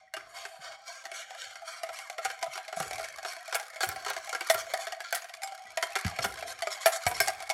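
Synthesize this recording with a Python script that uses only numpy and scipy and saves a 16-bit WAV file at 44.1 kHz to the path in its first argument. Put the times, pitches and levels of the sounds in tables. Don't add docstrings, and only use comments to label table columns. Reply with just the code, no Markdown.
import sys
import numpy as np
from scipy import signal
from scipy.fft import rfft, irfft
from scipy.io import wavfile
from scipy.ndimage import uniform_filter1d

SR = 44100
rng = np.random.default_rng(int(sys.argv[2]) if len(sys.argv) > 2 else 0)


def log_audio(samples):
    frames = np.atleast_2d(samples).T
    limited = np.clip(frames, -1, 1)
    pcm = np.round(limited * 32767).astype(np.int16)
    wavfile.write(sys.argv[1], SR, pcm)


N = 332073
T = np.arange(N) / SR
AGE = T[:SR // 4]


def undb(db):
    return 10 ** (np.asarray(db) / 20)


def unit(x):
    return x / np.sqrt(np.mean(x ** 2) + 1e-30)


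def blow(x, db):
    return x * undb(db) / np.sqrt(np.mean(x[:SR // 40] ** 2) + 1e-30)


def fade(t60):
    return np.exp(-np.log(1000) * AGE / t60)


def through(x, response):
    return signal.fftconvolve(x, response)[:len(x)]


def add(out, s, x):
    i = max(int(s * SR), 0)
    out[i:i + len(x)] += x[:max(N - i, 0)]


def above(x, hz):
    return signal.sosfilt(signal.butter(4, hz, "high", fs=SR, output="sos"), x)


def colour(x, points, size=4096):
    hz, db = np.transpose(points)
    log_hz = np.log(np.fft.rfftfreq(size, 1 / SR) + 1)
    gain = undb(np.interp(log_hz, np.log(hz), db))
    cepstrum = irfft(np.log(gain))[:size // 2]
    cepstrum[1:] *= 2
    return through(x, irfft(np.exp(rfft(cepstrum, size))))


def tinted(points, scatter_db):
    scatter = rng.standard_normal(len(points))
    return [(hz, db + scatter_db * size) for (hz, db), size in zip(points, scatter)]


def walk(rate):
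    k = int(SR / rate)
    steps = np.repeat(rng.standard_normal(N // k + 1), k)[:N]
    return unit(uniform_filter1d(steps, k))


def ring(modes, scatter_db, detune, centres_hz=(), focus_db=0, span=.08):
    out = 0
    for (hz, db, t60), (size, shift, side) in zip(modes, rng.standard_normal((len(modes), 3))):
        focus = sum(focus_db * np.exp(-(np.log(hz / c) / span) ** 2) for c in centres_hz)
        gain = np.sign(side) * undb(db + scatter_db * size + focus)
        out = out + gain * fade(t60) * np.sin(2 * np.pi * hz * (1 + detune * shift) * AGE)
    return out


def chirp(hz, glide, t60):
    return fade(t60) * np.sin(2 * np.pi * np.cumsum(hz * (1 + glide * fade(t60))) / SR)


def contacts(spread_s=.012, follow=.45, count=4):
    push = np.zeros(len(AGE))
    push[0] = 1
    late = (SR * spread_s * rng.uniform(.15, 1, count)).astype(int)
    push[late] = follow * rng.uniform(-0.68, 1, count)
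    return push


def crack(t60, tail_db, tail_t60, snap=0):
    out = rng.standard_normal(len(AGE)) * (fade(t60) + undb(tail_db) * fade(tail_t60))
    out[0] += snap
    return out


# start in seconds, clack level in dB,
# bowl ring level in dB, ring centre in Hz, depth of contact from 0 (bare wall) to 1 (deep in the sauce).
STRIKES = [(.1379, -40, -38.5, 637, 0.36), (.1659, -39.5, -47, 800, 0.99), (.4513, -40, -48, 770, 0.83),
           (.72, -52, -61, 730, 0.66), (1.04, -55, -48, 700, 0.14), (1.0537, -42.5, -44, 740, 0.39),
           (1.1155, -43, -43.5, 665, 0.76), (1.3066, -50.5, -41.5, 750, 0.57),
           (1.348, -51, -45.5, 678, 0.53), (1.556, -47, -51, 700, 0.2), (1.6189, -58, -41, 658, 0.59),
           (1.8328, -41, -32.5, 671, 0.26), (1.8896, -42, -37, 720, 1), (1.988, -44, -44, 760, 0.12),
           (2.0987, -43, -39.5, 713, 0.14), (2.1817, -37.5, -34.5, 676, 1), (2.2491, -37, -32, 770, 0),
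           (2.2528, -33, -32.5, 780, 0.88), (2.3008, -38, -59, 760, 0.77), (2.423, -52, -40, 695, 0.76),
           (2.4271, -35.5, -31, 650, 0.27), (2.4613, -47, -37, 653, 1), (2.5553, -42.5, -49, 746, 0.89),
           (2.5761, -41.5, -39, 786, 0.91), (2.649, -51.5, -51, 730, 0.51), (2.6803, -46, -40, 660, 0.14),
           (2.7264, -41, -36.5, 730, 0.99), (2.7695, -47, -32.5, 683, 1), (2.8011, -35.5, -32, 797, 1),
           (2.8265, -42, -53, 750, 0.92), (2.9098, -42.5, -36.5, 733, 0.27), (2.9317, -43.5, -42, 755, 0),
           (2.9562, -53, -67, 740, 0.042), (2.9815, -46, -37.5, 620, 0), (2.997, -43.5, -36.5, 675, 1),
           (3.0446, -43.5, -44.5, 644, 0.2), (3.1846, -43.5, -41, 733, 0.61), (3.2291, -49, -42, 740, 0),
           (3.2485, -36.5, -35.5, 725, 0.88), (3.3651, -47, -45, 714, 0.64), (3.479, -49, -40, 630, 0.094),
           (3.495, -50, -51, 694, 0.42), (3.5252, -35, -41, 760, 0.82), (3.5458, -35, -32, 818, 0),
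           (3.5522, -32.5, -36, 734, 0.9), (3.5982, -42.5, -40, 787, 0.16), (3.628, -49, -58, 725, .6),
           (3.7595, -50, -44.5, 655, 0), (3.806, -32.5, -36.5, 784, 0.77), (3.8311, -29, -29.5, 737, 0.83),
           (3.8891, -38, -44, 760, 0.78), (3.915, -43, -41, 736, 0.55), (3.96, -46, -36.5, 760, 0.3),
           (4.023, -54, -56, 710, 0.2), (4.048, -44, -50, 700, 0.086), (4.0626, -35.5, -39, 760, 1),
           (4.0824, -37.5, -56, 755, 0.78), (4.1016, -33.5, -35.5, 783, 0.92),
           (4.133, -43.5, -53, 754, 0.38), (4.1646, -38.5, -36.5, 668, 0.71),
           (4.2929, -42, -39.5, 785, 0.024), (4.3282, -34.5, -41, 760, 0.93),
           (4.3485, -32.5, -37, 770, 0.93), (4.4082, -35, -41, 747, 0.86), (4.4992, -25, -19, 642, 0.25),
           (4.5447, -33.5, -33, 696, 0.91), (4.643, -55, -52, 720, 0.58), (4.705, -49, -54, 730, 0.76),
           (4.7368, -38, -27, 670, 0.21), (4.7402, -36.5, -36, 670, 0.31), (4.869, -38.5, -36.5, 670, 0.58),
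           (4.922, -40.5, -35, 728, 0.32), (5.0039, -40, -41, 735, 0.64), (5.1257, -30.5, -31.5, 720, 0.73),
           (5.1469, -36.5, -54, 726, 0.3), (5.1584, -40, -41, 736, 0.31), (5.2207, -49.5, -51, 705, 0.45),
           (5.243, -47, -45.5, 693, 0.51), (5.294, -49.5, -46.5, 723, 0.33),
           (5.3383, -46.5, -53, 716, 0.045), (5.419, -47, -43, 760, 0.2), (5.433, -40.5, -35, 752, 0),
           (5.4742, -47.5, -49, 760, 0), (5.5213, -54, -41, 750, 0.03), (5.5775, -54.5, -53, 770, 0.056),
           (5.703, -62, -56, 760, 0.22), (5.7726, -33.5, -28.5, 666, 0.5), (5.826, -28.5, -33.5, 700, 0.69),
           (5.9544, -34, -35.5, 764, 0.19), (5.9595, -30, -39, 810, 0.96), (6.0471, -38, -46, 750, 0.78),
           (6.0649, -40, -44, 775, 0.26), (6.079, -42, -46, 713, 0.26), (6.1875, -33, -32.5, 680, 0.99),
           (6.2409, -32.5, -38, 720, 0.94), (6.2472, -30.5, -32, 795, 0.91), (6.373, -47, -48, 730, 0.5),
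           (6.391, -52, -44, 685, 0.39), (6.425, -41.5, -35.5, 677, 0.82), (6.589, -49, -54, 750, 0.53),
           (6.775, -47.5, -48, 709, 0.63), (6.6212, -36, -29.5, 677, 0.25), (6.671, -34.5, -31, 649, 0.89),
           (6.8587, -24.5, -17, 662, 0.47), (6.8705, -34, -29.5, 723, 0.53),
           (7.0653, -27.5, -24, 700, 0.42), (7.1124, -38.5, -38.5, 722, 0.79),
           (7.2017, -24, -27, 711, 0.69), (7.2742, -35.5, -31, 782, 0.16), (7.282, -33, -29, 730, 0.27),
           (7.4036, -46.5, -39.5, 745, 0.4), (7.4246, -45, -42.5, 700, 0.11), (7.4935, -43, -34, 730, 0),
           (7.4997, -33.5, -28.5, 755, 0), (7.5088, -37.5, -30, 750, 0)]
# start in seconds, pitch in Hz, level in dB before filter and mix, t60 in seconds.
PINGS = [(.01, 760, -57.5, 0.46), (.076, 1940, -61, 0.043), (.138, 2840, -46, 0.1), (.138, 5250, -67, 0.28),
         (4.329, 4540, -49, 0.087), (5.047, 1385, -42, 0.27), (5.22, 6700, -50, 0.035),
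         (5.431, 785, -44, 0.98), (5.431, 5050, -47, 0.1), (5.432, 7400, -47.5, 0.16),
         (5.6, 773, -44.5, 0.34), (5.661, 1970, -50, 0.17), (6.866, 9800, -34, .06),
         (7.201, 5345, -30, 0.1)]
# nominal pitch in Hz, relative level in dB before chance, t60 in seconds before any extra choking.
WALL = [(638, -2, .1), (664, 0, .08), (694, -1, .09), (760, -1, .12), (802, -5, .1)]
GLASS = [(994, -5, .09), (1252, -5, .07), (1366, -1, .08), (1559, -1, .07), (1637, -2, .07),
         (1889, -3, .05), (2140, -4, .05), (2240, -2, .05), (2350, -5, .04), (3160, -11, .06)]
WIRES = [(3160, -9, .05), (3475, -7, .05), (3900, -8, .03), (4345, -1.5, .05), (4530, -2, .04),
         (5337, -3, .06), (5725, -2, .04), (6020, -4, .03), (6595, -3, .04), (7435, -5, .06),
         (7925, -7, .04), (9790, -14, .03)]
BOARD = [(356, -6.5, 0.096), (408, 3, 0.1), (510, 7, 0.057)]
# frequency in Hz, gain in dB before chance.
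CLACK = [(500, -34), (900, -6.5), (1200, -1), (2200, 2), (2600, -2), (3500, -6), (6000, -40.5)]
TICK = [(1800, -30), (3000, 6), (4500, 15), (8000, 8.5), (11000, 10), (13500, -2), (16000, -29)]
CLACK_HZ, ONSET_S = (2211, 1326), (0.0039, 0.0085)
TICK_DB, KNOCK_DB = (0.5, -7.5), (-28.5, -11)
KNOCK_FROM_DB, KNOCK_GROWTH = -36.5, 0.59
TICK_SCATTER_DB, CLACK_SCATTER_DB = 1, 2


def strikes():
    out = np.zeros(N)
    for s, clack_db, ring_db, ring_hz, depth in STRIKES + grazes():
        clack_hz, onset_s = np.interp(depth, (0, 1), CLACK_HZ), np.interp(depth, (0, 1), ONSET_S)
        tick_db, knock_db = np.interp(depth, (0, 1), TICK_DB), np.interp(depth, (0, 1), KNOCK_DB)
        knock_db += KNOCK_GROWTH * min(clack_db - KNOCK_FROM_DB, 0)
        onset = 1 - fade(onset_s)
        push = contacts(spread_s=0.013, follow=0.47)
        wall = ring(WALL, 0.87, 0.014, [ring_hz], focus_db=13.0, span=0.04)
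        wall = wall * (1 - fade(0.027)) * (fade(0.22) + 0.51)
        glass = blow(ring(GLASS, 9.6, 0.0078, [clack_hz], focus_db=9.5, span=0.12), 0)
        pocket = blow(chirp(clack_hz, 0.015, 0.027), -0.95)
        rattle = colour(crack(0.016, -15.5, 0.14, snap=4.0), tinted(CLACK, CLACK_SCATTER_DB))
        clack = through(glass + pocket + blow(rattle, -0.63), push) * onset
        own = blow(ring(WIRES, 0.56, 0.0047), -7.5)
        stray = blow(ring(WIRES, 11.4, 0.27) * fade(0.044), -6.0)
        snap = blow(colour(crack(0.01, -23, 0.18, snap=8.8), tinted(TICK, TICK_SCATTER_DB)), 0)
        tick = through(snap + own + stray, contacts(spread_s=0.017, follow=0.19)) * onset
        knock = ring(BOARD, 14.0, 0.029) * (1 - fade(0.0088))
        hit = blow(clack, 0.87) + blow(tick, tick_db) + blow(knock, knock_db)
        add(out, s, blow(wall, ring_db) + undb(clack_db) * hit)
    for s, hz, db, t60 in PINGS:
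        add(out, s, blow(chirp(hz, 0, t60) * (1 - fade(0.016)), db))
    return above(out, 283)


WHISKING_S = (1.5, 7.5)
GRAZE_DB, GRAZE_RING_DB = -3.5, 3.5
GRAZE_RANGE_DB = 7


def grazes(count=28):
    times, shear_db, _ = np.transpose(CHURN)
    rows = []
    for k, (when, size, place, depth) in enumerate(rng.random((count, 4))):
        s = np.interp((k + when) / count, (0, 1), WHISKING_S)
        db = np.interp(s, times, shear_db) - GRAZE_RANGE_DB * size
        ring_hz = np.interp(place, (0, 1), (WALL[0][0], WALL[-1][0]))
        rows.append((s, GRAZE_DB + db, GRAZE_RING_DB + db, ring_hz, depth))
    return rows


# start in seconds, level in dB before the mix, centre of the brightest modes in Hz.
CLINKS = [(.137, -64, 9050), (2.248, -46, 10900), (2.427, -54, 10700), (2.801, -37, 10200),
          (3.552, -29, 11950), (3.83, -37, 11500), (3.844, -39, 10800), (3.8895, -31.5, 10800),
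          (4.1, -37.5, 10900), (4.408, -42, 10600), (4.498, -38, 11600), (4.506, -29, 11100),
          (4.5437, -33, 11740), (4.737, -42, 11500), (5.126, -35, 11800), (5.1464, -42, 13100),
          (5.158, -41, 11900), (5.7725, -52, 10300), (6.245, -35, 11400), (6.8582, -34, 9500),
          (6.865, -25, 12200), (6.872, -36, 12500), (7.066, -49, 10000), (7.2036, -25.5, 11040),
          (7.282, -29, 9050)]


def clinks(count=9):
    out = np.zeros(N)
    for s, db, hz in CLINKS:
        bright = [(hz / 3, -24), (0.56 * hz, -4), (hz, 0), (16000, -7)]
        snap = colour(crack(0.0099, -25, .08, snap=2.4), bright)
        steel = ring([(hz, 0, .025)] * count, 5.8, 0.17)
        add(out, s, blow(blow(snap, 0) + blow(steel, 1), db))
    return out


# start in seconds, scrape level in dB before bite, sag and mix,
# length in seconds until the wires let go, starting level of the wet hiss in dB relative to the scrape.
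STROKES = [(0.154, -52, 0.061, -27), (0.264, -56, 0.086, 1), (0.329, -37, 0.11, -10),
           (0.434, -49.5, 0.23, 0.5), (0.599, -39, 0.16, -19), (0.843, -36.5, 0.18, -13.5),
           (1.118, -35, 0.11, -11.5), (1.359, -36.5, 0.17, -13.5), (1.643, -36, 0.16, -10),
           (1.913, -38, 0.17, -10), (2.207, -40, 0.54, -11), (2.5, -39.5, 0.081, -10),
           (2.753, -41, 0.22, -0.5), (3.021, -38.5, 0.088, -9), (3.25, -37, 0.097, -7),
           (3.521, -33.5, 0.017, -7), (3.8, -30, 0.042, -11), (3.86, -43, .06, -11), (4.05, -39, 0.14, -22),
           (4.236, -62, 0.17, -22), (4.45, -44, 0.066, -22), (4.566, -34, 0.048, -7.5),
           (4.783, -34.5, 0.059, -7), (5.029, -41.5, 0.13, -20), (5.156, -44, 0.034, -20),
           (5.417, -46, 0.03, 1), (5.815, -42.5, 0.032, 3.5), (5.967, -41.5, 0.21, -15),
           (6.212, -31.5, 0.026, -12), (6.265, -46, .12, -21), (6.459, -36, 0.067, -7),
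           (6.697, -33.5, 0.046, -8.5), (6.798, -36.5, 0.1, -9), (6.913, -32, 0.061, -4.5),
           (7.003, -39.5, 0.089, -17), (7.133, -33, 0.057, -10), (7.208, -37, 0.1, -3),
           (7.378, -40, 0.018, -21)]
# time in seconds, shearing of the sauce in dB before lumps and mix, ring of the bowl in dB before mix.
CHURN = [(0, -59.5, -55.5), (.11, -71.5, -64), (.17, -50.5, -52), (.3, -53.5, -49), (.55, -55.5, -40.5),
         (.8, -53.5, -47), (1.25, -49, -46.5), (2.15, -52.5, -45.5), (2.95, -46.5, -39), (3.15, -49, -52),
         (3.74, -49, -48.5), (4.0, -45, -39.5), (4.4, -45, -54), (4.53, -43.5, -48), (4.85, -46, -46),
         (5.08, -58, -57), (5.36, -54.5, -47), (5.52, -53.5, -49), (5.75, -53.5, -52), (5.9, -46, -41),
         (7.5, -50.5, -51)]
LOOSENS_S = (1.5, 2.8)
BITE_S, SAG_DB_PER_S = (0.048, 0.019), (62, 58)
RELEASE_S = 0.016
HISS_SAG_DB_PER_S = 25
LUMPS_DB = 1.23
CHURN_HISS_DB, STROKE_RING_DB = -19.5, -12
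HISS_FROM_DB, HISS_GROWTH = -50, 0.88


def effort():
    s, shear_db, ring_db = np.transpose(CHURN)
    shear_db = np.interp(T, s, shear_db)
    shear = undb(shear_db + LUMPS_DB * walk(14))
    bowl = undb(np.interp(T, s, ring_db))
    churn_hiss = shear * undb(CHURN_HISS_DB + HISS_GROWTH * (shear_db - HISS_FROM_DB))
    sweeps, wet = np.zeros(N), np.zeros(N)
    age = T[:SR // 2]
    for start, db, length, hiss_db in STROKES:
        bite_s = np.interp(start, LOOSENS_S, BITE_S)
        sag = np.interp(start, LOOSENS_S, SAG_DB_PER_S)
        bite = np.sin(np.pi / 2 * np.minimum(age / bite_s, 1)) ** 2
        release = np.exp(-np.maximum(age - length, 0) / RELEASE_S)
        swell = bite * undb(db - sag * age) * release
        add(sweeps, start, swell)
        add(wet, start, swell * undb(hiss_db - HISS_SAG_DB_PER_S * age))
    return np.hypot(sweeps, shear), np.hypot(wet, churn_hiss), np.hypot(undb(STROKE_RING_DB) * sweeps, bowl)


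def friction(rate, spread_db, smooth):
    sizes = undb(spread_db * np.minimum(rng.exponential(size=N), 4))
    slips = (rng.random(N) < rate / SR) * rng.standard_normal(N) * sizes
    return (unit(slips) + smooth * rng.standard_normal(N)) / np.hypot(1, smooth)


def squeaks(modes, scatter, count):
    out = np.zeros(N)
    for when, which, length, place, size, phase in rng.random((count, 6)):
        hz, db, _ = modes[int(which * len(modes))]
        u = np.linspace(0, 1, int(SR * .02 * (1 + length)))
        pitch = hz * (1 + scatter * (place - .5)) * (1 - .012 * u)
        tone = np.sin(2 * np.pi * (phase + np.cumsum(pitch) / SR))
        add(out, when * T[-1], undb(db - 25 * size) * np.sin(np.pi * u) * tone)
    return unit(out)


def wire_grain(slips, t60=0.045, count=24):
    out = np.zeros(N)
    step = N // count
    for k in range(count + 1):
        start, stop = max(k - 1, 0) * step, min((k + 1) * step, N)
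        share = np.sqrt(np.maximum(1 - np.abs(np.arange(start, stop) / step - k), 0))
        body = rng.standard_normal(len(AGE)) * fade(t60)
        add(out, start / SR, signal.fftconvolve(slips[start:stop] * share, body / np.linalg.norm(body)))
    return out


# frequency in Hz, gain in dB before levelling.
SCRAPE = [(320, -51.5), (520, 4), (760, 1), (890, -15), (1050, 11.5), (1200, 6.5), (1550, 11.5),
          (1850, 3.5), (2250, 14.5), (2650, 0), (4400, -9.5), (6200, -14), (8000, -25), (11000, -55)]
SWISH = [(2000, -29), (2700, -10), (3170, 1.5), (3830, -8.5), (4390, 1.5), (4990, -11.5), (5650, -4),
         (6240, -13), (6760, -2.5), (7400, -16.5), (8890, -12.5), (9700, -34)]
HISS = [(4500, -23), (7000, 8), (8890, 5), (9600, -1), (11000, 7), (12500, -3.5), (14000, -57)]
WALL_BAND = [(500, -27), (620, 1.5), (805, 5), (890, -23.5)]
SMOOTHNESS = (2, 0.98)
WIRE_RING_DB = -0.5
SWISH_DB = -6.5
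SLOSH = 0.017


def scraping(drag, wet, sing):
    rough_db = np.interp(T, LOOSENS_S, [1.3, 2.4])
    slips = friction(rate=1600, spread_db=4.5, smooth=np.interp(T, LOOSENS_S, SMOOTHNESS))
    slips = slips * undb(rough_db * walk(80))
    glass = unit(through(slips, ring(GLASS, 0.75, 0.00054)))
    glass = unit(glass + 3.8 * squeaks(GLASS, scatter=0.052, count=1600))
    wire_colour = [(3000, -0.5), (5900, 5.5), (8000, -7), (10000, -6)]
    wires = unit(colour(squeaks(WIRES, scatter=0.1, count=2200), wire_colour))
    wire_ring = unit(through(slips, ring(WIRES, 0.45, 0.0023) * fade(0.057)))
    wires = unit(wires + undb(WIRE_RING_DB) * wire_ring)
    squeak = undb(np.clip(-6.5 + 0.98 * (20 * np.log10(drag) + 42), -14, 4))
    rustle = unit(colour(wire_grain(slips, t60=0.013, count=40), SCRAPE))
    scrape = (unit(rustle + undb(-3.5) * glass) + squeak * wires) / np.hypot(1, squeak)
    swish = undb(SWISH_DB) * unit(colour(wire_grain(slips, t60=0.012, count=26), SWISH))
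    hiss = unit(colour(wire_grain(slips), HISS))
    wall = 0
    for hz, db, t60 in WALL:
        level = undb(db + 5.6 * walk(16))
        wall = wall + level * unit(through(friction(900, 3.6, 0.49), chirp(hz, 0, 2.3 * t60)))
    wall = unit(wall)
    wall = np.interp(T + np.cumsum(SLOSH * walk(9)) / SR, T, wall, period=T[-1])
    hum = undb(-9.5) * sing * colour(wall, WALL_BAND)
    return above(drag * (undb(-1.2) * scrape + swish) + undb(-0.3) * wet * hiss + hum, 400)


SQUELCH_DB = (-17.5, -4.5)


def squelch(drag, count=220):
    out = np.zeros(N)
    drag_db = 20 * np.log10(drag)
    for when, pitch, size in rng.random((count, 3)):
        bubble = blow(chirp(1100 * 2 ** (1.3 * pitch), -0.012, 0.034), -0.28)
        spit = blow(colour(crack(0.016, -11, 0.024), TICK) * (1 - fade(0.0096)), -2.0)
        loose_db = np.interp(when * T[-1], LOOSENS_S, SQUELCH_DB)
        level_db = min(drag_db[int(when * N)], -43) + loose_db - 10 * size
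        add(out, when * T[-1], blow(bubble + spit, level_db))
    return above(out, 670)


# start in seconds, level in dB before the mix, t60 in seconds.
SPATTER = [(3.556, -50, 0.099), (3.835, -49.5, 0.18), (4.508, -43, 0.11), (5.15, -42.5, 0.078),
           (6.246, -50.5, 0.21), (6.872, -44, 0.12), (7.073, -45, 0.16), (7.212, -45, 0.11)]


def spatter():
    flung = np.zeros(N)
    for s, db, t60 in SPATTER:
        add(flung, s, blow(fade(t60) * (1 - fade(0.0059)), db))
    drops = friction(rate=1100, spread_db=-0.5, smooth=0.63)
    crackle = colour(drops, [(11000, 10.0), (14000, 3.0), (16000, -12)])
    return flung * unit(above(crackle, 8300))


# top of the swell in seconds, peak level in dB before the mix, pitch at the top in Hz.
SHOVES = [(.382, -46, 780), (.556, -47, 701), (.638, -45, 712), (.901, -39.5, 692), (1.195, -46, 662),
          (1.469, -48, 761), (1.693, -40.5, 662), (3.293, -42, 694), (3.417, -43, 721), (4.042, -42, 705),
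          (4.795, -33.5, 675), (4.976, -41, 668), (5.252, -47, 695), (5.455, -44, 805), (5.634, -37, 771),
          (5.903, -40, 676), (6.132, -40.5, 703), (6.293, -46, 778), (6.393, -46, 697), (6.459, -35, 685),
          (6.49, -42, 664), (6.969, -35, 752)]
SHOVE_S, SHOVE_GLIDE = .05, 0.07


def shoves():
    out = np.zeros(N)
    u = np.linspace(0, 1, int(SR * SHOVE_S))
    swell = np.sin(np.pi * u) ** 2
    for s, db, hz in SHOVES:
        pitch = hz * (1 + SHOVE_GLIDE * (u - .5))
        add(out, s - SHOVE_S / 2, undb(db) * swell * np.sin(2 * np.pi * np.cumsum(pitch) / SR))
    return out


# start in seconds, thump level in dB before the high-pass,
# pitch it settles towards in Hz, level of the rumble after it in dB before its build-up and decay.
THUMPS = [(0.17, -73, 99, -64), (0.59, -64, 134, -71), (1.467, -73, 84, -76), (1.84, -78, 80, -72),
          (2.27, -68, 86, -73), (2.479, -63, 121, -87), (2.767, -53, 147, -53.5), (2.801, -44.5, 138, -55),
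          (3.867, -52, 89, -64), (3.885, -47.5, 75.4, -58), (4.12, -68, 84, -76), (4.548, -55, 95, -59.5),
          (5.648, -71.5, 172, -67), (6.049, -31.5, 158, -65), (6.055, -29, 77.4, -68),
          (6.191, -46, 104, -45.5), (6.252, -46.5, 167, -63), (7.063, -36, 83.6, -47.5),
          (7.202, -51, 111, -85)]
# frequency in Hz, gain in dB before levelling.
CUSHION = [(170, -0.5), (260, 2), (450, -34)]
RUMBLE = [(20, -69), (45, 19), (80, 21.5), (160, 11), (250, 6), (500, 18), (1500, -81)]
ROCKING_S, ROCKING_RISE_S = 0.14, 0.029


def board():
    out, rocking = np.zeros(N), np.zeros(N)
    age = T[:SR]
    for s, db, hz, rumble_db in THUMPS:
        thud = (chirp(hz, 0.4, 0.085) + 0.61 * chirp(2 * hz, 0.017, 0.026)) * (1 - fade(0.012))
        thud = through(thud, contacts(spread_s=0.023, follow=0.12))
        add(out, s, blow(colour(thud, CUSHION), db))
        build = 1 - np.exp(-age / ROCKING_RISE_S)
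        add(rocking, s, undb(rumble_db) * np.exp(-age / ROCKING_S) * build)
    rocking = rocking * undb(2 * walk(24))
    rumble = colour(rng.standard_normal(N) * rocking, RUMBLE)
    rumble = rumble / np.std(colour(rng.standard_normal(N), RUMBLE))
    return above(out + rumble, 48)


def kitchen(x, early_db=-11, late_db=-17, t60=0.33, count=10):
    early = np.zeros(len(AGE))
    early[(SR * rng.uniform(.001, .009, count)).astype(int)] = rng.standard_normal(count)
    tail_colour = [(100, -8), (700, 2.3), (2000, 2.0), (5000, -4.5), (14000, -5.0)]
    late = colour(rng.standard_normal(len(AGE)), tail_colour) * fade(t60) * (1 - fade(0.27))
    early = undb(early_db) * early / np.linalg.norm(early)
    late = undb(late_db) * late / np.linalg.norm(late)
    return x + through(x, early + late)


# frequency in Hz, gain in dB before levelling.
ROOM_TONE = [(20, -23), (80, -14), (250, -22), (700, -63), (3000, -25.5), (14000, -49)]


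def room_tone():
    return undb(-83.5) * unit(colour(rng.standard_normal(N), ROOM_TONE))


def scene():
    drag, wet, sing = effort()
    whisking = undb(-2.0) * strikes() + undb(-7.0) * clinks()
    whisking += undb(-3.0) * scraping(drag, wet, sing)
    whisking += undb(3.5) * squelch(drag) + undb(7.0) * spatter()
    whisking += undb(-1.0) * shoves() + board()
    return (kitchen(whisking, early_db=-18.5) + room_tone())[None]


TOP_HZ = 16000


def record(dry):
    return signal.sosfilt(signal.ellip(8, .2, 70, TOP_HZ, fs=SR, output="sos"), dry)


dry = scene()
out = record(dry)
log_audio(out)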